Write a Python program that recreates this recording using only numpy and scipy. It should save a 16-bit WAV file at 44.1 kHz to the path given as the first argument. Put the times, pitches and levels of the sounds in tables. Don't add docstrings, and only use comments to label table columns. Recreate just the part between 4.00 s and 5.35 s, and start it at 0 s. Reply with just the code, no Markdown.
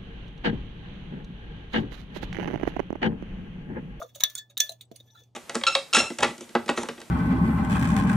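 import sys
import numpy as np
from scipy import signal
from scipy.fft import rfft, irfft, next_fast_len
from scipy.io import wavfile
from scipy.ndimage import uniform_filter1d

SR = 44100
rng = np.random.default_rng(int(sys.argv[2]) if len(sys.argv) > 2 else 0)


def volts_from_db(level):
    exponent = np.asarray(level, float) / 20
    return 10 ** exponent


def bounce(signal):
    frames = np.transpose(np.atleast_2d(signal))
    limited = np.clip(frames, -1, 1)
    pcm = np.round(limited * 32767).astype(np.int16)
    wavfile.write(sys.argv[1], SR, pcm)


N = 59535

RIM_HZ, BELL_HZ = 1744, 3467
# (frequency [Hz], level [dB])
AIR_SPECTRUM = [(30, -23.5), (100, 4), (224, -4.5), (800, -13.5), (1740, -33.5), (3520, -29.5), (8000, -36),
                (16500, -57)]
# (time [s], level [dB])
DRAG_PRESSURE = [(0, -57.5), (.05, -68), (0.132, -83.5), (0.159, -64), (0.298, -54.5), (0.342, -62),
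                 (0.392, -70), (.46, -84), (0.567, -100), (0.608, -38), (0.729, -67), (0.776, -84.5),
                 (.82, -72), (.89, -116), (0.948, -69), (1.098, -81), (1.2, -65.5), (1.35, -107)]
# (frequency [Hz], level [dB])
FLOUR_SPECTRUM = [(700, -21), (2000, -21.5), (3700, -16.5), (5100, -25), (6100, -9.5), (8200, -28),
                  (13300, -16), (14900, -13)]
# (time [s], level [dB], length [s], time to die by 60 dB [s])
DRY_RINGS = [(0.00096, -27, 0.0043, 0.04), (0.019, -30, .004, 0.033), (.044, -34, 0.0028, 0.021),
             (0.15, -36, .0015, 0.0091), (0.2, -35.5, 0.0065, 0.017), (.571, -38, 0.0066, 0.0015),
             (0.57, -18, 0.0093, 0.024), (.576, -19, 0.002, 0.017), (0.579, -44, 0.0044, 0.25),
             (0.52, -56, 0.0065, 0.0049), (.602, -40, 0.0042, 0.23), (0.61, -31, .04, 0.055),
             (0.6, -42, 0.047, 0.039), (.606, -36, .04, .08), (.602, -53, .003, .07),
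             (.693, -34.5, .003, .02), (0.81, -38, 0.0087, 0.018), (0.807, -53.5, 0.0042, 0.051),
             (0.912, -52, 0.0056, 0.019), (0.92, -47, .004, 0.0087), (0.951, -49, 0.0036, .012),
             (1.004, -43, 0.0047, 0.013), (0.23, -33.5, 0.0035, 0.24), (1.105, -50, .004, .012),
             (1.11, -62.5, .035, 0.25), (1.201, -56, 0.032, 0.11), (1.172, -56, 0.0056, 0.16),
             (1.175, -48.5, 0.026, 0.028), (1.215, -52, 0.0072, 0.051), (1.235, -55, 0.0037, 0.041),
             (0.014, -43.5, .03, 0.06), (.495, -48.5, 0.0095, .015), (0.961, -49, .006, 0.036),
             (1, -36, 0.01, .03), (1.1, -49.5, 0.0072, 0.034), (.016, -29.5, .03, .006),
             (0.82, -44, 0.0092, .015), (.148, -39, 0.017, 0.0066), (.352, -39.5, 0.018, 0.018)]
DRY_RING_HZ = [600, 1400, 520, 3400, 600, 7500, 3700, 14800, RIM_HZ, 7200, 9184, 15340, 14600, 12850, 4433,
               9650, 8300, 2450, 4200, 5800, 560, 560, RIM_HZ, 3950, 880, BELL_HZ, RIM_HZ, 3750, 480, 6250,
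               3600, 6600, 6200, 3690, 3690, 900, 7000, 7300, 1500]
# (level [dB], length [s], time to die by 60 dB [s])
KNOCKS = [(-17, 0.0122, 0.016), (-13, 0.01, 0.0077), (-28.5, .020, 0.034), (-33.5, .012, 0.03),
          (-22, 0.024, 0.0046), (-42.5, .035, 0.16), (-39, .021, 0.0095), (-52, 0.01, 0.043),
          (-40.5, 0.0092, 0.23), (-29.5, 0.00442, 0.024), (-34.5, 0.0088, 0.031), (-24.5, 0.0015, 0.0054),
          (-34, 0.0068, 0.017), (-45.5, 0.0066, 0.013), (-42.5, 0.016, 0.017)]
KNOCK_S = [.015, .0145, .030, .155, .204, .245, .352, .497, .606, .693, .710, .9145, .9145, 1.003, 1.149]
KNOCK_HZ = [640, 1200, 500, 600, 1000, 620, 1450, 580, 610, 640, 650, 280, 625, 300, 1400]
KNOCK_PAN_DB = [0, 4, -9, -6, 4, -0.5, -16, -1, 1, -3, -8, -15.5, 0, -9, -18]
# (level [dB], length [s], time to die by 60 dB [s])
CLINKS = [(-6.5, 0.0009, .01), (-3.5, 0.00036, .0095), (-14.5, 0.0051, 0.1), (-5, .0043, 0.022),
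          (-24.5, 0.0039, 0.1), (-14, .002, 0.0055), (-20, 0.002498, 0.011), (-23, .012, 0.0095),
          (-43.5, 0.032, .15), (-20.5, 0.00089, 0.017), (-38, 0.00313, 0.036), (-56, .004, 0.025),
          (-50, 0.0036, .02), (-46.5, 0.0062, 0.0076), (-39.5, 0.0073, .015), (-51.5, .025, 0.015),
          (-44.5, 0.032, 0.013), (-47.5, 0.014, 0.045), (-51.5, 0.0045, .2), (-52.5, 0.04, 0.028)]
CLINK_S = [.2363, .2363, .2363, .602, .604, .3517, .3517, .376, .380, .6925, .8091, .851, .958, .958, .958,
           1.06, 1.105, 1.149, 1.1697, 1.205]
CLINK_HZ = [6510, 14750, BELL_HZ, 6510, 5840, 9000, 6900, 7400, RIM_HZ, 4050, 3690, 7900, 2950, 4300, 9640,
            5900, 5900, 3980, BELL_HZ, 6200]
CLINK_PAN_DB = [20, -1, 2, .4, -3, -7, -1.5, -4, 0, 6, -6.5, 1, 0.5, -22, -13, 3.5, 10.3, 7.9, 2.4, 7]
TAP_S = [.018, .085, .1465, .154, .198, .204, .2362, .296, .3517, .375, .4973, .5757, .599, .602, .6923,
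         .717, .8091, .821, .9143, .958, 1.0011, 1.066, 1.2351]
# (spoon level [dB], wall level [dB], chatter length [s], brightness [dB/octave])
TAPS = [(-44.5, -49, 0.013, 6), (-49, -62, 0.02, 0.5), (-36, -72, 0.015, 5), (-46, -66.5, 0.0064, 2),
        (-48.5, -72, 0.01, 12), (-24, -35.5, 0.0051, 2), (-8.5, -23.5, 0.0011, 0.5), (-47, -60, 0.0039, 10),
        (-32, -38.5, 0.0054, 4.5), (-34, -38, 0.014, 6), (-44.5, -61.5, 0.013, 1), (-19.5, -41, 0.0052, 5),
        (-47.5, -42, .003, 15), (-18, -13, 0.0013, 8), (-36, -75, 0.002, 6.5), (-42, -77, 0.0064, 6.5),
        (-50, -61.5, 0.0036, 8.5), (-56, -73, 0.013, 4.3), (-61.5, -70, 0.00096, 9),
        (-61.5, -66, 0.004, 12.5), (-53, -68, 0.001, 3.5), (-62, -63.5, 0.0206, -10.5),
        (-77.5, -75, 0.0011, 13)]
SPOON_HZ = [3685, 3760, 6490, 8290, 9650, 14760, 15180]
# (level [dB], time to die by 60 dB [s], left over right [dB], left leads [rad])
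SPOON = [(-15.5, 0.05, -1.5, .55), (0.8, 0.021, -3.5, 0.74), (-5, 0.0067, -9.9, .2),
         (-31.5, 0.0062, -3.5, 0.8), (-24.5, 0.036, -11, .1), (-12.5, 0.021, -3.4, .1), (-50, .02, 1, .2)]
WALL_HZ = [1744, 2445, 3467, 4433, 5330, 5725, 5840, 6205, 6515, 12770]
# (level [dB], time to die by 60 dB [s], left over right [dB], left leads [rad])
WALL = [(-13.5, 0.17, 3.5, -0.4), (-36, 0.05, 0, -1.7), (2.5, 0.12, -2.7, 1.04), (-1.5, 0.036, 7, -1.5),
        (-23, .12, 0.6, -0.5), (-13.5, .06, -10.5, 2), (-1.5, 0.017, -11.5, 0.6), (-21, 0.047, -1.3, 1.2),
        (-8, 0.031, -1.5, 1.2), (-41, 0.12, -1, -0.5)]
# (frequency [Hz], level [dB per Hz])
SPLASH_SPECTRUM = [(900, -11), (2600, 1), (3700, -2.5), (5150, -15.5), (6500, -2), (8000, -13),
                   (13300, -18), (14900, -17.5)]


def rms_one(x):
    return x / np.sqrt(np.mean(x ** 2) + 1e-20)


def drift(rate):
    r = np.exp(-80 * np.pi * rate / SR)
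    chance = rng.standard_normal(N // 40 + 2002)
    slow = signal.lfilter([1], [1, -2 * r, r * r], chance)[2000:]
    return np.interp(np.arange(N) / 40, np.arange(len(slow)), rms_one(slow))


def mains_hum():
    level = np.sqrt(2) * volts_from_db(-62.5 + 1.5 * drift(16))
    return level * np.sin(2 * np.pi * 120 * np.arange(N) / SR + 0.59)


def colour(x, points):
    size = next_fast_len(2 * N)
    hz, db = np.transpose(points)
    bins_hz = np.arange(size // 2 + 1) * SR / size
    log_gain = np.interp(np.log(bins_hz + 1), np.log(hz), db) * np.log(10) / 20
    cepstrum = irfft(log_gain, size)
    cepstrum[1:size // 2] *= 2
    cepstrum[size // 2 + 1:] = 0
    return irfft(rfft(x, size) * np.exp(rfft(cepstrum)), size)[..., :N]


def pair():
    alike = 0.72
    mid, side = rng.standard_normal((2, N))
    return np.sqrt(1 + alike) * mid + np.sqrt(1 - alike) * side * np.array([[1], [-1]])


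def room_air():
    return volts_from_db(-67 + 1.5 * drift(15)) * rms_one(colour(pair(), AIR_SPECTRUM))


def drag():
    s, db = np.transpose(DRAG_PRESSURE)
    return volts_from_db(np.interp(np.arange(N) / SR, s, db) + 2.0 * drift(87))


def flour():
    hiss = rms_one(colour(pair(), FLOUR_SPECTRUM))
    pressure = volts_from_db(8.5) * drag()
    edges_hz = np.linspace(400, 17000, 29)
    patchy = 0
    for edge in zip(edges_hz, edges_hz[1:]):
        band = signal.sosfilt(signal.butter(2, edge, "band", fs=SR, output="sos"), hiss)
        patchy = patchy + volts_from_db(3.5 * drift(5)) * band
    return pressure * patchy


def chatter(starts, lengths):
    shape = (len(starts), 2048)
    grit = rng.standard_normal(shape)
    blow_db = 10.5 * np.minimum(rng.exponential(1, shape), 4)
    t = np.arange(2048) / SR
    past_end = np.maximum(t - np.clip(lengths, 0, .04)[:, None], 0)
    swell = np.exp(-past_end / 0.0001) * np.minimum(t / 0.000091, 1)
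    burst = grit * volts_from_db(blow_db) * swell
    where = (starts * SR).astype(int)[:, None] + np.arange(2048)
    return where, burst / np.sqrt((burst ** 2).sum(1, keepdims=True))


def even(burst, hz):
    turn = 2 * np.pi * hz / SR * np.arange(burst.shape[-1])
    wander = 0.16 * min(hz / 3000, 1) * np.cumsum(np.sign(burst), -1)
    push = np.abs(burst) * np.cos(turn + wander)
    strength = np.abs(push @ np.exp(-1j * turn)) + np.abs(burst).sum(-1) / 10
    return push / strength[..., None]


def lay(where, bursts):
    return np.bincount(where.ravel(), bursts.ravel(), N + 4096)[:N]


def ring(clicks, hz, t60, pan_db, lead):
    pole = volts_from_db(-60 / (t60 * SR)) * np.exp(2j * np.pi * hz / SR)
    z = signal.lfilter([1], [1, -pole], clicks + 1e-18)
    side = np.array([[.5], [-.5]])
    return volts_from_db(pan_db * side) * np.imag(z * np.exp(1j * lead * side))


def pushes(starts, pitches, rows, pans_db, leads):
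    db, length, t60 = rows
    where, burst = chatter(np.array(starts), length)
    out = 0
    for k, hz in enumerate(pitches):
        push = lay(where[k], even(burst[k], hz) * volts_from_db(db[k]))
        out = out + ring(push, hz, t60[k], pans_db[k], leads[k])
    return out


def dry_rings():
    s, *rows = np.transpose(DRY_RINGS)
    return pushes(s, DRY_RING_HZ, rows, 0 * s, 0.14 + 0 * s)


def high_pass(x, order, hz):
    return signal.sosfilt(signal.butter(order, hz, "high", fs=SR, output="sos"), x)


def knocks_and_clinks():
    rows = np.transpose(KNOCKS + CLINKS)
    pans_db = KNOCK_PAN_DB + CLINK_PAN_DB
    leads = [0.49] * len(KNOCKS) + [0.12] * len(CLINKS)
    return high_pass(pushes(KNOCK_S + CLINK_S, KNOCK_HZ + CLINK_HZ, rows, pans_db, leads), 2, 130)


def splash(where, burst, db, tilt):
    t = np.arange(SR // 4) / SR
    fade = volts_from_db(-60 * t / 0.041) + volts_from_db(-55.5 - 60 * t / 0.075)
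    body = pair()[:, :len(t)] * fade
    body = body / np.sqrt((body ** 2).sum(1, keepdims=True))
    hits = 0
    for half, octaves_up in (("low", 0), ("high", 2)):
        split = signal.butter(2, 4240, half, fs=SR, output="sos")
        gain = volts_from_db(db + octaves_up * tilt)[:, None]
        hits = hits + signal.sosfilt(split, lay(where, burst * gain))
    return colour(signal.fftconvolve(hits[None], body)[:, :N], SPLASH_SPECTRUM)


def taps():
    starts = np.array(TAP_S)
    spoon_db, wall_db, length, tilt = np.transpose(TAPS)
    where, burst = chatter(starts, length)
    out = splash(where, burst, spoon_db + 23, tilt)
    rub = volts_from_db(-28.5) * drag() * rng.standard_normal(N)
    for pitches, modes, db in ((SPOON_HZ, SPOON, spoon_db), (WALL_HZ, WALL, wall_db)):
        luck_db = 5 * rng.standard_normal((len(starts), len(modes)))
        for k, (hz, (mode_db, t60, pan_db, lead)) in enumerate(zip(pitches, modes)):
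            gain = volts_from_db(db + tilt * np.log2(hz / 3600) + luck_db[:, k])
            strikes = lay(where, even(burst, hz) * gain[:, None])
            out = out + ring(volts_from_db(mode_db) * (strikes + rub), hz, t60, pan_db, lead)
    return high_pass(out, 3, 678)


def room(x):
    t = np.arange(SR // 3) / SR
    t60 = 0.098
    noise = rng.standard_normal((2, len(t))) * volts_from_db(-60 * t / t60) * (t > .003)
    r = np.exp(-2 * np.pi * 3700 / SR)
    tail = signal.lfilter([1 - r], [1, -r], noise)
    tail = tail / np.sqrt((tail ** 2).sum(1, keepdims=True))
    return signal.fftconvolve(x.mean(0)[None], tail)[:, :N]


def outside(start, length):
    return np.abs(np.arange(N) / SR - start - length / 2) - length / 2


def scene():
    mug = taps() + knocks_and_clinks()
    dip = volts_from_db(-22 * np.clip(-outside(.5865, .006) / .0015, 0, 1))
    stir = (mug + volts_from_db(-9) * room(mug) + flour()) * dip
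    return stir + mains_hum() + room_air() + dry_rings()


def roll_off(x):
    return signal.sosfilt(signal.butter(12, 16970, fs=SR, output="sos"), x)


def record(dry):
    t = np.arange(N) / SR
    level_db = 10 * np.log10(uniform_filter1d((dry ** 2).mean(0), 128) + 1e-12)
    release = 294 * t
    held_db = np.maximum.accumulate(level_db + release) - release
    duck_db = -0.2 * np.maximum(held_db + 39, 0)
    duck = volts_from_db(signal.lfilter(np.ones(400) / 400, 1, duck_db))
    silence = np.clip(outside(.1935, .0035) / 0.0013, .01, 1)
    ceiling = .85
    rounded = ceiling * np.tanh(dry * duck * silence / ceiling)
    mix = signal.sosfilt(signal.cheby1(8, 1, 15550, fs=SR, output="sos"), rounded)
    return roll_off(mix)


dry = scene()
out = record(dry)
bounce(out)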